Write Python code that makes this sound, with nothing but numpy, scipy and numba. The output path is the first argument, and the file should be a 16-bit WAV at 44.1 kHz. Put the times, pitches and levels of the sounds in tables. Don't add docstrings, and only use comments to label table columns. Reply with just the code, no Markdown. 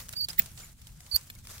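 import sys
import numpy as np
from scipy import signal
from scipy.fft import rfft, irfft
from scipy.io import wavfile
from scipy.ndimage import uniform_filter1d
from numba import njit

SR = 44100
rng = np.random.default_rng(int(sys.argv[2]) if len(sys.argv) > 2 else 0)


def to_wav(sig):
    pcm = np.clip(np.atleast_2d(sig), -1, 1) * 32767
    pcm = np.round(pcm).astype(np.int16)
    wavfile.write(sys.argv[1], SR, pcm.T)


def voltage_ratio(decibels):
    exponent = np.asarray(decibels, float) / 20
    return 10 ** exponent


N = 70560
T = np.arange(N) / SR
TOP_HZ = 15850

# frequency_hz, density_db (per Hz)
LEAF_SPECTRUM = [(160, -32), (280, -7), (631, -3.5), (760, -5), (1330, -1), (2940, -3.5), (7470, 0.5),
                 (15200, -3.5), (16000, 11.5)]
# time_s, level_db
LEAF_STIR = [(0, -47), (.07, -53), (.081, -56), (.09, -51.5), (.15, -50.5), (.255, -61), (.263, -68),
             (.282, -59.5), (.29, -41.5), (.37, -55), (.42, -45.5), (.55, -55), (.6, -45.5), (.72, -55.5),
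             (.74, -66), (.79, -61), (.82, -59), (.9, -56.5), (.95, -59), (1.07, -54.5), (1.19, -48),
             (1.25, -58.5), (1.3, -55.5), (1.42, -58), (1.5, -48), (1.6, -49.5)]
# frequency_hz, density_db (per Hz)
RUMBLE_SPECTRUM = [(12, -34), (20, 4), (119, 3), (239, -10.5), (275, -19.5), (400, -26), (520, -72),
                   (880, -120)]
# time_s, level_db
RUMBLE_SWELL = [
    (0, 3.5),
    (.2, -2),
    (.45, 1.5),
    (.65, -1),
    (.95, -0.5),
    (1.1, 1.5),
    (1.3, -1),
    (1.6, -1),
]
# centre_s, left_peak_db, swing_hz, length_ms
PUFFS_AND_THUDS = [(.83, -42, 60, 14), (.92, -46, 50, 30), (1.1495, -29, 62, 9), (.404, -41, 150, 5),
                   (.3, -44, 150, 9), (.134, -42, 110, 12), (.98, -47, 155, 14), (.29, -50, 380, 5),
                   (.137, -53, 640, 5), (1.01, -60, 720, 7), (1.508, -52, 1300, 4), (1.366, -56, 2200, 5)]
# start_s, level_db, centre_hz, length_ms
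LEAF_CRACKS = [(.0858, -43, 7150, 3.1), (.0914, -28.5, 9440, 1.87), (.3313, -38.5, 7400, 3),
               (.404, -49.5, 4250, 14), (.4195, -39, 7500, 4.4), (.4595, -42, 5770, 4.06),
               (1.005, -46, 6000, 2.9), (1.0635, -51.5, 3200, 3.4), (1.21, -51.5, 9000, 25),
               (1.3054, -48, 7960, 4.5), (1.3877, -47, 6800, 2), (1.4511, -52.5, 3250, 5.4),
               (1.471, -36, 6340, 1.3), (1.507, -56, 10000, 4.3), (1.58, -42, 6900, 3.2)]
# start_s, level_db, centre_hz, length_ms
HAND_SNAPS = [(.1262, -38, 10500, 8.4), (.134, -45, 2900, 6.9), (.166, -44, 6100, 3.7),
              (.24, -49, 9000, 22), (.381, -46, 4160, 17), (.285, -33, 8140, 8.8), (.296, -50, 4660, 11.5),
              (.3928, -43, 4250, 7.4), (.3952, -28, 6940, 1.9), (.5756, -48.5, 5430, 9.9),
              (.816, -50.5, 7740, 7.4), (.8695, -46, 6550, 6.4), (1.159, -26, 9000, 5),
              (1.173, -47, 6130, 4), (1.3508, -50, 8750, 5.9)]
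# time_s, pitch_hz, level_db, third_partial_db, left_minus_right_db
PIVOT_OPENING = [
    (.15, 4680, -60, -20, -6),
    (.168, 4585, -32, -24, -6),
    (.184, 4830, -31, -13, -6),
    (.203, 4550, -31, -22, -8),
    (.211, 4450, -23, -21, -10),
    (.222, 4620, -28, -25, -7),
    (.241, 4580, -29, -21, -7),
    (.2465, 4570, -23, -26, -7),
    (.262, 4700, -58, -12, -6),
]
PIVOT_CATCH = [
    (.2955, 4900, -55, -16, -14),
    (.297, 4900, -33, -16, -12),
    (.2985, 4950, -42, -16, -10),
    (.302, 4880, -31, -14, -8),
    (.3035, 4950, -38, -14, -8),
    (.3055, 5050, -33, -12, -10),
    (.309, 5150, -42, -12, -12),
    (.319, 5220, -58, -10, -14),
]
PIVOT_CLOSING = [
    (1.11, 4440, -66, -18, -14),
    (1.114, 4460, -31, -18, -15),
    (1.128, 4660, -28, -32, -15),
    (1.142, 4480, -29, -16, -14),
    (1.147, 4390, -21, -12, -10),
    (1.158, 4440, -25, -30, -8),
    (1.161, 4700, -20, -40, -10),
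    (1.1627, 4720, -10, -40, -11),
    (1.167, 4800, -30, -30, -12),
    (1.18, 4880, -52, -20, -8),
]
# time_s, level_db (relative to the first)
PIVOT_SECOND = [
    (.165, -27),
    (.18, -14),
    (.196, -19.5),
    (.207, -31),
    (.226, -32),
    (.255, -23),
    (.29, -26),
    (1.11, -21),
    (1.144, -13),
    (1.15, -29),
]
# time_s, mode_hz, level_db, left_minus_right_db
SQUEAL_FIRST = [
    (.376, 15520, -55, -30),
    (.379, 15600, -38, -30),
    (.3812, 15450, -43, -30),
    (.3885, 15450, -21, -11),
    (.3903, 15520, -25, -8),
    (.3936, 15480, -1, -18),
    (.3945, 14700, -20, -3),
    (.397, 15550, -21, -13),
    (.404, 15500, -46, -3),
]
SQUEAL_SECOND = [
    (1.143, 13250, -50, -10),
    (1.147, 13190, -27, -9),
    (1.157, 13285, -24, -7),
    (1.1612, 13200, -24, -7),
    (1.1643, 13090, -14, -11),
    (1.167, 13160, -38, -2),
    (1.176, 13200, -52, -2),
]
# time_s, pitch_hz, level_db
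WOOD_BITE = [
    (.379, 1800, -56),
    (.386, 1910, -39),
    (.39, 2300, -41),
    (.393, 1850, -33),
    (.396, 2000, -25),
    (.399, 2400, -37),
    (.404, 2600, -52),
]
# time_s, mode_hz, level_db, left_minus_right_db
FAINT_OPENING = [
    (.198, 13150, -66, -8),
    (.211, 13400, -40, 0),
    (.222, 13150, -56, -8),
    (.25, 13300, -50, -15),
    (.26, 13100, -66, -8),
]
FAINT_CLOSING = [
    (1.112, 13300, -60, -10),
    (1.115, 13400, -42, -10),
    (1.121, 13200, -58, -12),
    (1.143, 13250, -52, -10),
]
# time_s, pitch_hz, level_db, left_minus_right_db
BLADE_GLIDE = [
    (1.1595, 10300, -45, -8),
    (1.161, 10250, -28, -8),
    (1.1628, 9500, -31, -8),
    (1.1648, 9050, -25, -8),
    (1.169, 9000, -50, -8),
]
# time_s, pitch_hz, level_db
SPRING_HIGH = [
    (.614, 7260, -66),
    (.62, 7230, -45),
    (.625, 7200, -64),
    (.637, 7130, -52),
    (.648, 7000, -49),
    (.657, 6930, -68),
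]
SPRING_LOW = [
    (.63, 2250, -66),
    (.635, 2230, -52),
    (.643, 2150, -66),
]
# start_s, level_db
TWIG_BLOWS = [
    (.3927, -33),
    (.3953, -24),
    (.3966, -38),
    (.2853, -38),
    (1.3, -37),
]
# mode_hz, level_db, t60_s
TWIG_MODES = [(230, -12, .04), (470, -14, .016), (660, -15, .014), (1720, 2, .018), (2550, -6, .025),
              (3000, -6, .014), (3480, -3, .016), (4150, -4, .018), (5170, -6, .015), (6185, -14, .014),
              (7375, -3, .014), (9300, -9, .013), (12600, -9, .014), (14000, 2, .016)]


def level(x, db):
    return x * voltage_ratio(db) / np.sqrt(np.mean(x ** 2))


def curve(table, hz):
    table_hz, table_db = np.array(table).T
    return np.interp(np.log(np.minimum(hz, TOP_HZ - 900)), np.log(table_hz), table_db)


def over_time(table):
    return np.interp(T, *np.array(table).T)


def colour(x, gain):
    return irfft(rfft(x) * gain(np.maximum(np.fft.rfftfreq(N, 1 / SR), 1)), N)


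def delay(x, lag_ms):
    return colour(x, lambda f: np.exp(-2j * np.pi * f * lag_ms / 1000))


def walk(rate_hz):
    hold = int(SR / rate_hz)
    steps = np.repeat(rng.standard_normal(N // hold + 1), hold)
    return 1.3 * uniform_filter1d(uniform_filter1d(steps, hold), hold)[:N]


@njit
def grains(at, hz, cycles, size, length, rate):
    out = np.zeros(length)
    for k in range(len(at)):
        turn = np.exp((2j * np.pi - 2 / cycles) * hz[k] / rate)
        z = size[k] + 0j
        for i in range(max(int(at[k]), 0), min(int(at[k] + 3 * cycles * rate / hz[k]), length)):
            out[i] += z.imag
            z *= turn
    return out


def leaf_ticks(patch_db, count=14000):
    u = rng.random((3, count))
    lag, shade = rng.standard_normal((2, count))
    at = u[0] * N
    hz = 300 * 54 ** u[1]
    scatter_db = -3 * np.log(1 - .997 * u[2])
    db = curve(LEAF_SPECTRUM, hz) + 20 * np.log10(hz) + scatter_db + patch_db[at.astype(int)]
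    ports = []
    for side in (1, -1):
        size = np.sign(lag) * voltage_ratio(db + side * 2.5 * shade)
        ports.append(grains(at + 12 + side * 5 * lag, hz, 6, size, N, 1. * SR))
    return np.array(ports)


def leaf_hiss(patch_db):
    hiss = 0
    for centre in 350 * 2 ** np.arange(0, 5.6, .5):
        like = np.clip(700 / centre, .1, .7)
        mid, side = rng.standard_normal((2, N))
        pair = np.sqrt(1 + like) * mid + np.sqrt(1 - like) * side * np.array([[1], [-1]])

        def band_gain(f):
            octaves = np.clip(np.log2(f / centre), -.5, .5)
            return voltage_ratio(curve(LEAF_SPECTRUM, f)) * np.clip(np.cos(np.pi * octaves), 0, 1)

        flicker_db = 2.4 * walk(35)
        hiss = hiss + colour(pair, band_gain) * voltage_ratio(flicker_db + patch_db * .7)
    return hiss


def leaves():
    patch_db = 2 * walk(75.0)
    rustle = level(leaf_ticks(patch_db), -3.5) + level(leaf_hiss(patch_db), -3)
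    return rustle * voltage_ratio(over_time(LEAF_STIR))


def rumble():
    noise = rng.standard_normal((2, N))
    mid, side = colour(noise, lambda f: voltage_ratio(curve(RUMBLE_SPECTRUM, f)) * (f > 18) * (f < 450))
    pair = mid + voltage_ratio(-14.5) * side * np.array([[1], [-1]])
    return level(pair * voltage_ratio(2 * walk(6.15) + over_time(RUMBLE_SWELL)), -52.5)


def puffs_and_thuds():
    left = np.zeros(N)
    for centre_s, peak_db, hz, ms in PUFFS_AND_THUDS:
        t = T - centre_s
        left -= voltage_ratio(peak_db) * np.exp(-(t * 1000 / ms) ** 2) * np.cos(2 * np.pi * hz * t)
    return left * voltage_ratio(np.array([[0], [-6.]]))


def cracks(table, pan_db, lag_ms, count=200):
    tab = np.array(table)[:, :, None]
    start_s, level_db, centre_hz, length_ms = (tab[:, k] for k in range(4))
    u = rng.random((len(tab), count))
    g = rng.standard_normal((len(tab), 4, count))
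    at = (start_s - length_ms / 2000 * np.log(1 - .98 * u)) * SR
    hz = np.clip(centre_hz * 2 ** (.85 * g[:, 0]), 500, 17500)
    db = level_db + 3.5 * g[:, 1] - 10 * np.log10(count / length_ms / 8)
    db = db + 4 * np.log2(hz / centre_hz)
    shade_db = pan_db / 2 + 1.5 * g[:, 2]
    lag = lag_ms / 1000 * SR + 1.9 * g[:, 3]
    ports = []
    for side in (1, -1):
        arrival = at + lag * (side > 0)
        size = np.sign(g[:, 3]) * voltage_ratio(db + side * shade_db)
        ports.append(grains(arrival.ravel(), hz.ravel(), 4, size.ravel(), N, 1. * SR))
    return colour(np.array(ports), lambda f: f / np.hypot(f, 1000))


def squeak(table, lag_ms, partials=False, rough=0.97):
    tab = np.array(table)

    def column(k):
        return np.interp(T, tab[:, 0], tab[:, k])

    jitter = 1 + rough * .008 * walk(540)
    phase = 2 * np.pi * np.cumsum(column(1) * jitter) / SR
    tone = np.sin(phase)
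    if partials:
        second_db = over_time(PIVOT_SECOND) + 3.5 * walk(90)
        third_db = column(3) + 3.5 * walk(200)
        tone = tone + voltage_ratio(second_db) * np.sin(2 * phase) + voltage_ratio(third_db) * np.sin(3 * phase)
        hiss = colour(rng.standard_normal(N), lambda f: np.exp(-np.log2(f / 9000) ** 2))
        tone = tone + level(hiss, -28) * voltage_ratio(2.3 * walk(150))
    sounding = (T > tab[0, 0]) * (T < tab[-1, 0])
    shimmer_db = rough * 1.2 * walk(600)
    right = np.sqrt(2) * tone * voltage_ratio(column(2) + shimmer_db) * sounding
    shade_db = column(-1) if tab.shape[1] > 3 else -2.2
    return np.array([delay(right, lag_ms) * voltage_ratio(shade_db), right])


def pivot():
    opening = squeak(PIVOT_OPENING, 0.547, True)
    catch = squeak(PIVOT_CATCH, 0.53, True, 1.2)
    return opening + catch + squeak(PIVOT_CLOSING, 0.27, True)


def blade():
    squeal = squeak(SQUEAL_FIRST, .26, rough=.4) + squeak(SQUEAL_SECOND, .256, rough=.6)
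    faint = squeak(FAINT_OPENING, 0.23, rough=1.3) + squeak(FAINT_CLOSING, .26, rough=1.65)
    bite = squeak(WOOD_BITE, .355, rough=3)
    return squeal + faint + bite + squeak(BLADE_GLIDE, 0.263, rough=1.47)


def knock():
    mode_hz, mode_db, t60_s = np.array(TWIG_MODES).T[:, :, None]
    right = np.zeros(N)
    for start_s, blow_db in TWIG_BLOWS:
        chance = rng.standard_normal((len(TWIG_MODES), 2))
        t = np.maximum(T - start_s, 0)
        rise = 1 - np.exp(-t / .0004)
        decay = np.exp(-np.log(1000) * t / t60_s)
        hz = mode_hz * (1 + 0.016 * chance[:, 1:])
        strength = voltage_ratio(blow_db + mode_db + 2 * chance[:, :1])
        right = right + np.sum(strength * rise * decay * np.sin(2 * np.pi * hz * t), axis=0)
    return np.array([delay(right, 0.247) * voltage_ratio(1.0), right])


def spring():
    return squeak(SPRING_HIGH, 0.11) + squeak(SPRING_LOW, 0.083, rough=1.56)


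def brush_scatter(near):
    t = T[:int(.15 * SR)]
    tail = rng.standard_normal((2, len(t))) * np.exp(-np.log(1000) * t / .08) * (t > .003)
    tail = tail / np.sqrt(np.sum(tail ** 2, axis=1, keepdims=True))
    return voltage_ratio(-24) * signal.fftconvolve(near.mean(axis=0)[None], tail, axes=1)[:, :N]


def scene():
    crackle = cracks(LEAF_CRACKS, 0.26, 0.067) + cracks(HAND_SNAPS, -3.3, .2)
    near = crackle + pivot() + blade() + knock() + spring()
    return near + brush_scatter(near) + leaves() + rumble() + puffs_and_thuds()


def top_cut(x):
    return signal.sosfilt(signal.butter(12, 16960, fs=SR, output="sos"), x)


def record(dry):
    mix = colour(dry, lambda f: 1 / (1 + (f / TOP_HZ) ** 200))
    return top_cut(mix)


dry = scene()
out = record(dry)
to_wav(out)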